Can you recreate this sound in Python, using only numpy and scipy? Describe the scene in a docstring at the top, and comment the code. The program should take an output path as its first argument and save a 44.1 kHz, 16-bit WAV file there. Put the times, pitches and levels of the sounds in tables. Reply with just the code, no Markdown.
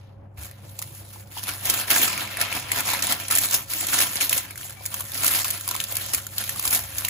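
"""From the start an appliance hums in a quiet kitchen while hands hold a sheet of baking parchment.
From 0.4 s creases snap as bursts of noise and set facets ringing; a soft knuckle thud rings one low mode.
Then hands unroll the sheet and press it into a glass dish: noise bands rustle in clumped grains.
At 4.8 s a fingertip squeaks as a few short tones; more soft thuds follow from 6.2 s.
A pair of microphones listens from above, with close reflections around the sheet."""
import sys
import numpy as np
from scipy import signal
from scipy.fft import rfft, irfft
from scipy.io import wavfile

SR = 44100
rng = np.random.default_rng(int(sys.argv[2]) if len(sys.argv) > 2 else 0)


def dump_mix(stems):
    """Bounce the given channels to the path in sys.argv[1] as a 16-bit WAV at rate SR."""
    frames = np.atleast_2d(stems).T  # one column per channel
    limited = np.clip(frames, -1, 1)  # hard clip at full scale
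    pcm = np.round(limited * 32767).astype(np.int16)
    wavfile.write(sys.argv[1], SR, pcm)


N = 312669   # length [samples]

EDGES = 85 * 2 ** np.arange(0, 7.8, 1 / 3)   # third-octave band edges [Hz]
CENTRES = np.sqrt(EDGES[1:] * EDGES[:-1])


def amp(db):
    """Turn decibels into an amplitude factor; amp(2 * db) is the power factor."""
    return 10 ** (np.asarray(db) / 20)


def rms_one(x):
    """Scale a signal to an rms of 1."""
    return x / np.sqrt(np.mean(x ** 2) + 1e-20)


def at_hz(hz, points, axis=1):
    """Read one column of a table between its frequencies, on a logarithmic scale."""
    points = np.array(points)
    return np.interp(np.log(hz), np.log(points[:, 0]), points[:, axis])


def at_time(t, points):
    """Read a two-column table between its times."""
    return np.interp(t, *np.transpose(points))


def drift(rate):
    """Slow random wandering of spread 1; a higher rate wanders faster."""
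    r = np.exp(-80 * np.pi * rate / SR)
    chance = rng.standard_normal(N // 40 + 2002)
    slow = signal.lfilter([1], [1, -2 * r, r * r], chance)[2000:]   # one value per 40 samples
    return np.interp(np.arange(N) / 40, np.arange(len(slow)), rms_one(slow))


def fade(strikes, t60):
    """Each strike of power jumps up and dies away by 60 dB in t60 seconds."""
    return signal.lfilter([1], [1, -amp(-120 / (t60 * SR))], strikes + 1e-18)


def shares(spectrum):
    """Share of the power that each band carries."""
    power = amp(2 * at_hz(CENTRES, spectrum)) * np.diff(EDGES)
    return power / power.sum()


# colour of the room's steady noise: (frequency [Hz], relative level [dB])
ROOM_COLOUR = [(20, -44), (45, -11.5), (80, 4.5), (150, -0.5), (240, -10.5), (300, -6), (420, -11),
               (570, -13.5), (680, -9.5), (860, -12), (1200, -19), (2500, -31), (5000, -55), (8000, -50),
               (16000, -50)]
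# narrow bands of the hum: (centre [Hz], half-width [Hz], level [dB])
HUM_BANDS = [(103.6, 2.9, -62), (127, 8.6, -54.5), (199.4, 11, -60.5), (63.6, 10, -60.5), (550, 20, -59)]
# main tone of the hum: (time [s], level [dB])
HUM_TONE_LEVEL = [(0, -45.5), (1.7, -45.5), (2.2, -48.5), (2.8, -44.5), (4.2, -51), (5.2, -46.5),
                  (7.09, -46.5)]
ROOM_TONE_DB, HUM_TONE_HZ = -52, 99.8


def background():
    """Coloured room noise plus an appliance's hum: narrow wavering noise bands and one steady-pitched tone."""
    hz = np.fft.rfftfreq(N, 1 / SR) + 1
    t = np.arange(N) / SR

    def noise(gain):
        """Two unrelated noises coloured by a gain per frequency."""
        return rms_one(irfft(rfft(rng.standard_normal((2, N))) * gain, N))

    out = amp(ROOM_TONE_DB + 2.2 * drift(13.0)) * noise(amp(at_hz(hz, ROOM_COLOUR)))
    for centre_hz, width, db in HUM_BANDS:
        out += amp(db) * noise(1 / (1 + ((hz - centre_hz) / width) ** 2))
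    tone = np.sqrt(2) * np.sin(2 * np.pi * HUM_TONE_HZ * t)
    return out + amp(at_time(t, HUM_TONE_LEVEL)) * tone * [[1], [0]]


# rustle of the held sheet between moves:
# (time [s], flexing sheet level [dB], crackling crease level [dB])
HELD_SHEET = [(0.0, -57, -93), (0.33, -90, -110), (0.38, -58, -71), (0.7, -55.5, -47), (1.0, -53.5, -42.5),
              (1.2, -56.5, -57), (1.29, -76, -73), (1.42, -45.5, -40), (1.87, -39, -40),
              (2.1, -30.5, -28.5), (2.35, -35.5, -40), (2.7, -36.5, -39.5), (2.998, -30.5, -34),
              (3.25, -38.5, -37), (3.549, -36, -25), (3.67, -50.5, -54), (3.9, -32.5, -27),
              (4.27, -39.5, -38.5), (4.4, -40, -53), (4.55, -50.5, -46.5), (5.07, -48, -40),
              (5.4, -49, -31.5), (5.6, -44, -33), (5.85, -39.5, -33), (6.1, -42, -32), (6.26, -49.5, -42),
              (6.5, -39, -30.5), (6.89, -41.5, -37.5), (7.09, -41.5, -34)]
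# moves that lift, unroll, press and smooth:
# (start [s], length [s], flexing sheet level [dB], crackling crease level [dB], rise [dB/s])
HAND_MOVES = [(0.376, 0.04, -50, -45.5, 2500), (0.427, 0.034, -44, -38, 408),
               (1.141, 0.064, -52.5, -42, 600), (1.368, 0.021, -41, -34, 226),
              (1.486, 0.0083, -32, -31, 300), (1.69, 0.028, -28, -21, 291), (1.791, 0.027, -28.5, -25, 200),
              (1.904, 0.012, -19, -19.5, 2500), (1.957, 0.08, -23, -17, 300),
              (2.414, 0.013, -24, -27.5, 500), (2.5, 0.072, -30.5, -32, 198), (2.754, 0.031, -25, -23, 298),
              (2.866, 0.046, -30.5, -24, 300), (2.939, 0.022, -27, -25, 300),
              (3.035, 0.093, -30.5, -28.5, 1500), (3.304, 0.043, -26.5, -24, 2500),
              (3.418, 0.035, -31.5, -21.5, 300), (3.544, 0.029, -30.5, -24, 300),
              (3.714, 0.13, -33, -24.5, 500), (3.926, 0.11, -28.5, -21.5, 2500),
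              (4.152, 0.015, -51, -29, 300), (4.208, 0.023, -31.5, -18, 2498),
              (4.31, 0.069, -31, -21, 2500), (4.619, 0.035, -45, -35, 300), (4.837, 0.037, -44, -36, 393),
              (4.918, 0.083, -40, -32, 1493), (5.14, 0.013, -37, -33, 500), (5.234, 0.063, -29, -21, 214),
              (5.341, 0.065, -32.5, -25, 300), (5.454, 0.12, -38, -32, 1498), (5.684, 0.12, -38, -47, 2000),
              (5.899, 0.09, -37.5, -38, 402), (6.134, 0.013, -34.5, -27, 2500),
              (6.375, 0.063, -37.5, -38, 2500), (6.652, 0.021, -31, -22, 298),
              (6.727, 0.037, -29.5, -19.5, 500), (7.027, 0.07, -41, -36, 500)]
FALL_DB_PER_S = 277


def handling():
    """Power of sheet and creases: each move rises, holds and falls away over the rustle of the held sheet."""
    t = np.arange(0, N, 32) / SR
    s, *levels = np.transpose(HELD_SHEET)
    power = amp(2 * np.array([np.interp(t, s, db) for db in levels]))
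    for start, length, *db, rise in HAND_MOVES:
        rising = rise * (start - t)
        falling = FALL_DB_PER_S * (t - start - length)
        below_db = np.maximum(0, np.maximum(rising, falling))
        power = power + amp(2 * (np.array(db)[:, None] - below_db))
    return [np.interp(np.arange(N) / SR, t, row) for row in power]


GRAIN_SPREAD_DB = 3.0   # how uneven the grains are


def grains(per_s):
    """Power strikes of uneven micro-buckles that come in clumps, because their rate wanders."""
    born = rng.random(N) < per_s * amp(4 * drift(20)) / SR
    return born * amp(2 * GRAIN_SPREAD_DB * np.minimum(rng.exponential(1, N), 4))


# colour of the flexing sheet: (frequency [Hz], relative level per Hz [dB])
SHEET_COLOUR = [(120, -23), (190, -5.5), (240, -17.5), (340, 0), (480, -13), (600, -4.5), (760, -3),
                (1100, -3), (2000, -1.5), (3200, -2.5), (5000, -7.5), (8000, -15)]
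# colour of the crackling creases: (frequency [Hz], relative level per Hz [dB])
CREASE_COLOUR = [(1200, -25), (2500, -7.5), (3500, -3.5), (5000, -4), (6500, -2.5), (8500, 6),
                 (11000, -0.5), (13500, 6.5), (16000, 2.5)]
GRAINS_PER_S = 550      # before the rate wanders
GRAIN_T60_S = 0.006     # shortest die-away; lower bands last longer
SMOOTH_SHARE = 0.4      # even hiss under the grains


def paper():
    """Unrelated noises in both rows, split in bands, follow the power of rustle, grains and snaps."""
    sheet, crease = handling()
    # fine grains ride on sparser, longer crackles that start sharply
    shared, clumps = grains(GRAINS_PER_S), fade(grains(90), 0.2)
    crackle = 1.0 + clumps / clumps.mean()
    gust = drift(33.0)      # all bands swell together
    white = rng.standard_normal((2, 2, N))   # two noises, each with two rows
    bursts, out = snaps()
    sheet_shares, crease_shares = shares(SHEET_COLOUR), shares(CREASE_COLOUR)
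    for k, (burst, hz) in enumerate(zip(bursts, CENTRES)):
        strikes = shared + 0.63 * grains(GRAINS_PER_S)
        grain = fade(strikes, GRAIN_T60_S * (1 + 1200 / hz))
        swell = amp(2 * (2.15 * drift(11.7) + 0.78 * gust))
        flutter = (SMOOTH_SHARE + grain / grain.mean()) * crackle * swell
        level = sheet * sheet_shares[k] + crease * crease_shares[k]
        rustle = level * flutter / flutter.mean()
        band_filter = signal.butter(2, EDGES[k:k + 2], "band", fs=SR, output="sos")
        band = signal.sosfilt(band_filter, white[k % 2])   # neighbouring bands use different noises
        out = out + rms_one(band) * np.sqrt(rustle + burst)
    return out + facets(sheet, crease)


FACET_CYCLES = 20       # a facet rings down by 60 dB in this many cycles
FACET_WANDER_DB = 4     # facets come and go as the sheet folds


def facets(sheet, crease):
    """Small flat patches between creases pop at random and ring briefly, each at its own pitch and place."""
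    pops, dealt = np.sqrt(grains(1500)), rng.integers(0, 24, N)
    places, out = rng.standard_normal((2, N)), 0
    pitches = np.geomspace(450, 5000, 24) * amp(0.2 * rng.standard_normal(24))
    for k, hz in enumerate(pitches):
        r, w = amp(-60 * hz / (FACET_CYCLES * SR)), 2 * np.pi * hz / SR
        strikes = pops * places * (dealt == k) + 1e-18
        ring = signal.lfilter([0, 1], [1, -2 * r * np.cos(w), r * r], strikes)
        sheet_part = np.interp(hz, CENTRES, shares(SHEET_COLOUR)) * sheet
        crease_part = np.interp(hz, CENTRES, shares(CREASE_COLOUR)) * crease
        wandering = rms_one(ring * amp(FACET_WANDER_DB * drift(2.8)))
        out = out + wandering * np.sqrt(sheet_part + crease_part)
    return amp(-13.5) * out


# the clearest single snaps: (time [s], crease level [dB], facet pitch [Hz], facet level [dB])
CREASE_SNAPS = [(0.3745, -44, 2180, -38), (0.434, -25, 2500, -42), (0.512, -29, 1940, -39),
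                (0.7898, -14.5, 860, -35), (0.817, -21, 1190, -34), (0.8237, -14.5, 1970, -28),
                (1.159, -37, 910, -37), (1.369, -35, 920, -27.5), (1.437, -17.5, 3440, -31),
                (1.4823, -19, 547, -31.5), (1.4912, -14.5, 1470, -20.5), (1.654, -12, 4050, -28),
                (1.6694, -16, 2320, -19), (1.6986, -1.5, 3850, -19), (1.705, -9, 2960, -32),
                (1.905, -3.5, 3060, -11), (1.9118, -4, 2700, -6.5), (1.963, -15, 2290, -8),
                (2.045, -12, 2070, -20), (2.177, -17, 2370, -14.5), (2.2755, -27, 2200, -21),
                (2.3708, -17.5, 1890, -16), (2.399, -17, 1860, -27), (2.413, -5.5, 1830, -13.5),
                (2.5261, -17, 2460, -13), (2.5664, -19, 700, -24.5), (2.7035, -40, 1950, -23),
                (2.7172, -9, 2060, -13.5), (2.8044, -11, 1420, -17), (2.889, -22, 1120, -19),
                (2.9345, -12.5, 887, -18), (2.948, -26, 1910, -16), (3.023, -10, 4560, -35),
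                (3.039, -15, 3320, -17), (3.069, -12.5, 3700, -15), (3.123, -9.5, 3500, -9),
                (3.282, -16, 2800, -29), (3.3098, -6, 1300, -19), (3.3223, -10, 1700, -14),
                (3.3517, -6, 1990, -20), (3.359, -8, 1890, -31), (3.373, -9, 2000, -22),
                (3.3838, -3.5, 2060, -18), (3.389, -14, 2430, -26), (3.4356, -13, 790, -28),
                (3.4415, -23, 3630, -31), (3.51, -13.5, 2900, -35), (3.5236, -23, 1310, -28),
                (3.542, -3, 3980, -32), (3.548, -5.5, 3620, -14), (3.7, -26, 2330, -39),
                (3.735, -12, 2280, -18), (3.807, -13, 4480, -31), (3.868, -11.5, 3340, -30),
                (3.9043, -19, 2470, -24), (3.931, -12, 1500, -14.5), (3.987, -4.5, 1830, -11.5),
                (4.004, -6.5, 2470, -13), (4.013, -6.5, 2690, -17), (4.024, -26, 4970, -23),
                (4.17, -23, 4900, -17), (4.21, -18, 2430, -9.5), (4.2939, -4.5, 2700, -20),
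                (4.3283, -2.5, 2590, -4), (4.378, -8.5, 3360, -31), (4.5078, -22, 2250, -26),
                (4.557, -26, 2000, -26), (4.5762, -20.5, 1540, -31), (4.611, -23, 1540, -34),
                (4.631, -31, 2930, -23.5), (4.651, -33, 750, -37), (4.696, -23, 1500, -37),
                (4.706, -26, 1200, -37), (4.808, -42, 775, -30), (4.855, -17.5, 2165, -25),
                (4.861, -12.5, 2180, -28), (4.9418, -11.5, 1150, -22.5), (4.998, -23, 1110, -32),
                (5.007, -14.5, 1140, -26), (5.1186, -17.5, 1230, -40), (5.144, -16, 3120, -41),
                (5.177, -18, 4600, -19), (5.245, -3, 1220, -18), (5.2643, -2, 2900, -31),
                (5.2792, -4, 2190, -19), (5.31, -18, 1500, -24), (5.39, -10, 3780, -44),
                (5.445, -9, 1300, -28), (5.4505, -15, 1140, -22.5), (5.4813, -14, 2300, -43),
                (5.504, -7, 2480, -37), (5.509, -9, 4550, -40), (5.6098, -15.5, 1390, -35),
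                (5.677, -8, 1110, -25), (5.6885, -10.5, 950, -32), (5.711, -9.5, 1040, -24),
                (5.7452, -16, 1980, -24), (5.751, -15, 1080, -20), (5.7635, -15.5, 2540, -19),
                (5.8021, -12, 3630, -7.5), (5.8392, -12, 3600, -17), (5.923, -13, 580, -32),
                (5.9545, -13, 3630, -36), (5.9681, -7, 3550, -43), (6.062, -17, 590, -47),
                (6.1348, -9.5, 4610, -29), (6.1465, -3, 2140, -17), (6.267, -17.5, 1460, -32),
                (6.382, -9, 4400, -10.5), (6.411, -19, 3480, -26), (6.439, -16, 3620, -22),
                (6.493, -10.5, 1800, -20), (6.56, -21, 1180, -27.5), (6.595, -11.5, 1150, -27),
                (6.625, -16, 2580, -34), (6.653, -9, 1100, -18.5), (6.6766, -9, 3600, -16),
                (6.7073, -11, 670, -36), (6.728, -9.5, 2160, -18), (6.7478, -7, 2540, -31),
                (6.76, -22, 750, -30), (6.773, -14, 1500, -25), (6.983, -9, 3600, -36),
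                (7.0488, -8, 2900, -8), (7.0839, -12, 2000, -20)]
# snaps change in length as the sheet lies down in the dish:
# (time [s], 60 dB die-away [s], stretched further in the lower bands)
SNAP_DIE_AWAY = [(0, 0.012), (3.2, 0.023), (5.3, 0.015), (5.5, 0.013), (7.09, 0.019)]
SNAP_RISE_S, SNAP_COLOUR_DB = 0.003, 2.5   # the second makes the colour uneven
TICK_SHARE, TICK_RISE_S, TICK_T60_S = 0.7, 0.0007, 0.005   # die-away is stretched in the same way
FACET_TWIN, FACET_TWIN_DB = 0.6, 1.5   # strength of two nearby modes; spread of their pitch ratio


def snaps():
    """A crease gives way with a burst of uneven colour (power per band) and sets one facet ringing."""
    power, rings = np.zeros((len(CENTRES), N)), np.zeros((2, N))
    chance = rng.standard_normal((len(CREASE_SNAPS), len(CENTRES) + 3))
    t = np.arange(int(.06 * SR)) / SR
    longer = 1 + 700 / CENTRES[:, None]      # lows die more slowly
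    for (s, crease_db, hz, facet_db), (place, warp, other, *colour) in zip(CREASE_SNAPS, chance):
        i = round(s * SR)
        start = amp(2 * SNAP_COLOUR_DB * np.array(colour)) * shares(CREASE_COLOUR)
        t60 = at_time(s, SNAP_DIE_AWAY) * longer
        body = np.minimum(t / SNAP_RISE_S, 1) * amp(-120 * t / t60)
        # the dry tick at its front
        tick = np.minimum(t / TICK_RISE_S, 1) * amp(-120 * t / (TICK_T60_S * longer))
        burst = start[:, None] * (body + TICK_SHARE * tick)
        power[:, i:i + len(t)] += amp(2 * crease_db) / start.sum() * burst[:, :N - i]
        # an uneven facet has two more modes nearby
        twin_hz = hz * amp(FACET_TWIN_DB * np.c_[[warp, other]])
        twins = np.sin(2 * np.pi * twin_hz * t).sum(axis=0)
        modes = np.sin(2 * np.pi * hz * t) + FACET_TWIN * twins
        ring = np.minimum(t * hz / 1.74, 1) * amp(facet_db - 60 * t * hz / FACET_CYCLES) * modes
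        rings[:, i:i + len(t)] += np.outer([1, 0.99 * place], ring)[:, :N - i]
    return power, rings


ROOM_T60_S, ROOM_DB = 0.091, -11


def kitchen(x):
    """Close reflections from dish, counter and tiles: a short dying noise, duller than the sound."""
    t = np.arange(int(.3 * SR)) / SR
    dull = signal.lfilter([1], [1, -.4], rng.standard_normal((2, len(t))))
    tail = dull * amp(-60 * t / ROOM_T60_S) * (t > .002)
    tail = tail / np.sqrt((tail ** 2).sum() / 2)
    return amp(ROOM_DB) * signal.fftconvolve(x, tail, axes=1)[:, :N]


# a hand touches the counter or dish: (time [s], level [dB])
HAND_THUDS = [(0.377, -30.5), (6.155, -42), (6.668, -37), (6.809, -36), (6.931, -37)]
THUD_HZ, THUD_T60_S = 72, 0.3


def thuds():
    """Soft blows ring one low mode of the counter."""
    clicks = np.zeros(N)
    for s, db in HAND_THUDS:
        clicks[round(s * SR)] = amp(db)
    t = np.arange(int(.4 * SR)) / SR
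    envelope = np.minimum(t / 0.014, 1) * amp(-60 * t / THUD_T60_S)
    ring = envelope * np.sin(2 * np.pi * THUD_HZ * t)
    return signal.fftconvolve(clicks, ring)[:N]


# tones of the fingertip's squeak: (frequency [Hz], level [dB])
SQUEAK_PARTIALS = [(770, -54), (1200, -56), (2300, -45.5)]
SQUEAK_START_S, SQUEAK_LENGTH_S = 4.765, 0.043


def squeak():
    """A fingertip sticks and slips on the sheet: a short, slightly unsteady mix of tones."""
    t = np.arange(N) / SR - SQUEAK_START_S
    gate = np.clip(np.minimum(t / 0.0051, (SQUEAK_LENGTH_S - t) / .01), 0, 1)
    bent = t + 0.00004 * drift(40)      # wandering time makes the pitch unsteady
    tones = sum(amp(db) * np.sqrt(2) * np.sin(2 * np.pi * hz * bent) for hz, db in SQUEAK_PARTIALS)
    return gate * tones


def scene():
    """Row 0 is what both microphones share, row 1 what differs between them."""
    sheet = paper() + squeak() * [[1], [.5]]
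    return sheet + kitchen(sheet) + background() + thuds() * [[1], [.2]]


# microphone pair: (frequency [Hz], left-right likeness [-1 to 1], left over right [dB])
MICROPHONE_PAIR = [(60, 1, 1), (200, 0.8, -1), (695, 0.18, 1.5), (1500, 0.4, 1.5), (3080, 0.017, 0),
                   (6000, 0.0081, -4.5), (6370, 0.84, -2), (7750, 1, 0), (16100, 1, 0)]
LEAD_S, IN_STEP_HZ, LEAD_FROM_HZ = .0002, 11000, 6000
CUTOFF_HZ = 15850


def record(dry):
    """The pair mixes by likeness; in the treble the right port hears the same sound a little early."""
    hz = np.fft.rfftfreq(N, 1 / SR) + 1
    common, apart = rfft(dry)
    alike = np.clip(at_hz(hz, MICROPHONE_PAIR), -1, 1)
    mid, side = np.sqrt((1 + alike) / 2) * common, np.sqrt((1 - alike) / 2) * apart
    lean = amp(at_hz(hz, MICROPHONE_PAIR, axis=2) / 2)
    lead = np.exp(2j * np.pi * LEAD_S * (np.maximum(hz, LEAD_FROM_HZ) - IN_STEP_HZ))
    pair = irfft(np.array([(mid + side) * lean, (mid - side) * lead / lean]), N)
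    rounded = .8 * np.tanh(pair / .8)      # the loudest peaks are squeezed
    # stopband, 70 dB down, begins just above the cutoff
    lowpass = signal.cheby2(16, 70, CUTOFF_HZ + 250, fs=SR, output="sos")
    return signal.sosfilt(lowpass, rounded)


dry = scene()
out = record(dry)
dump_mix(out)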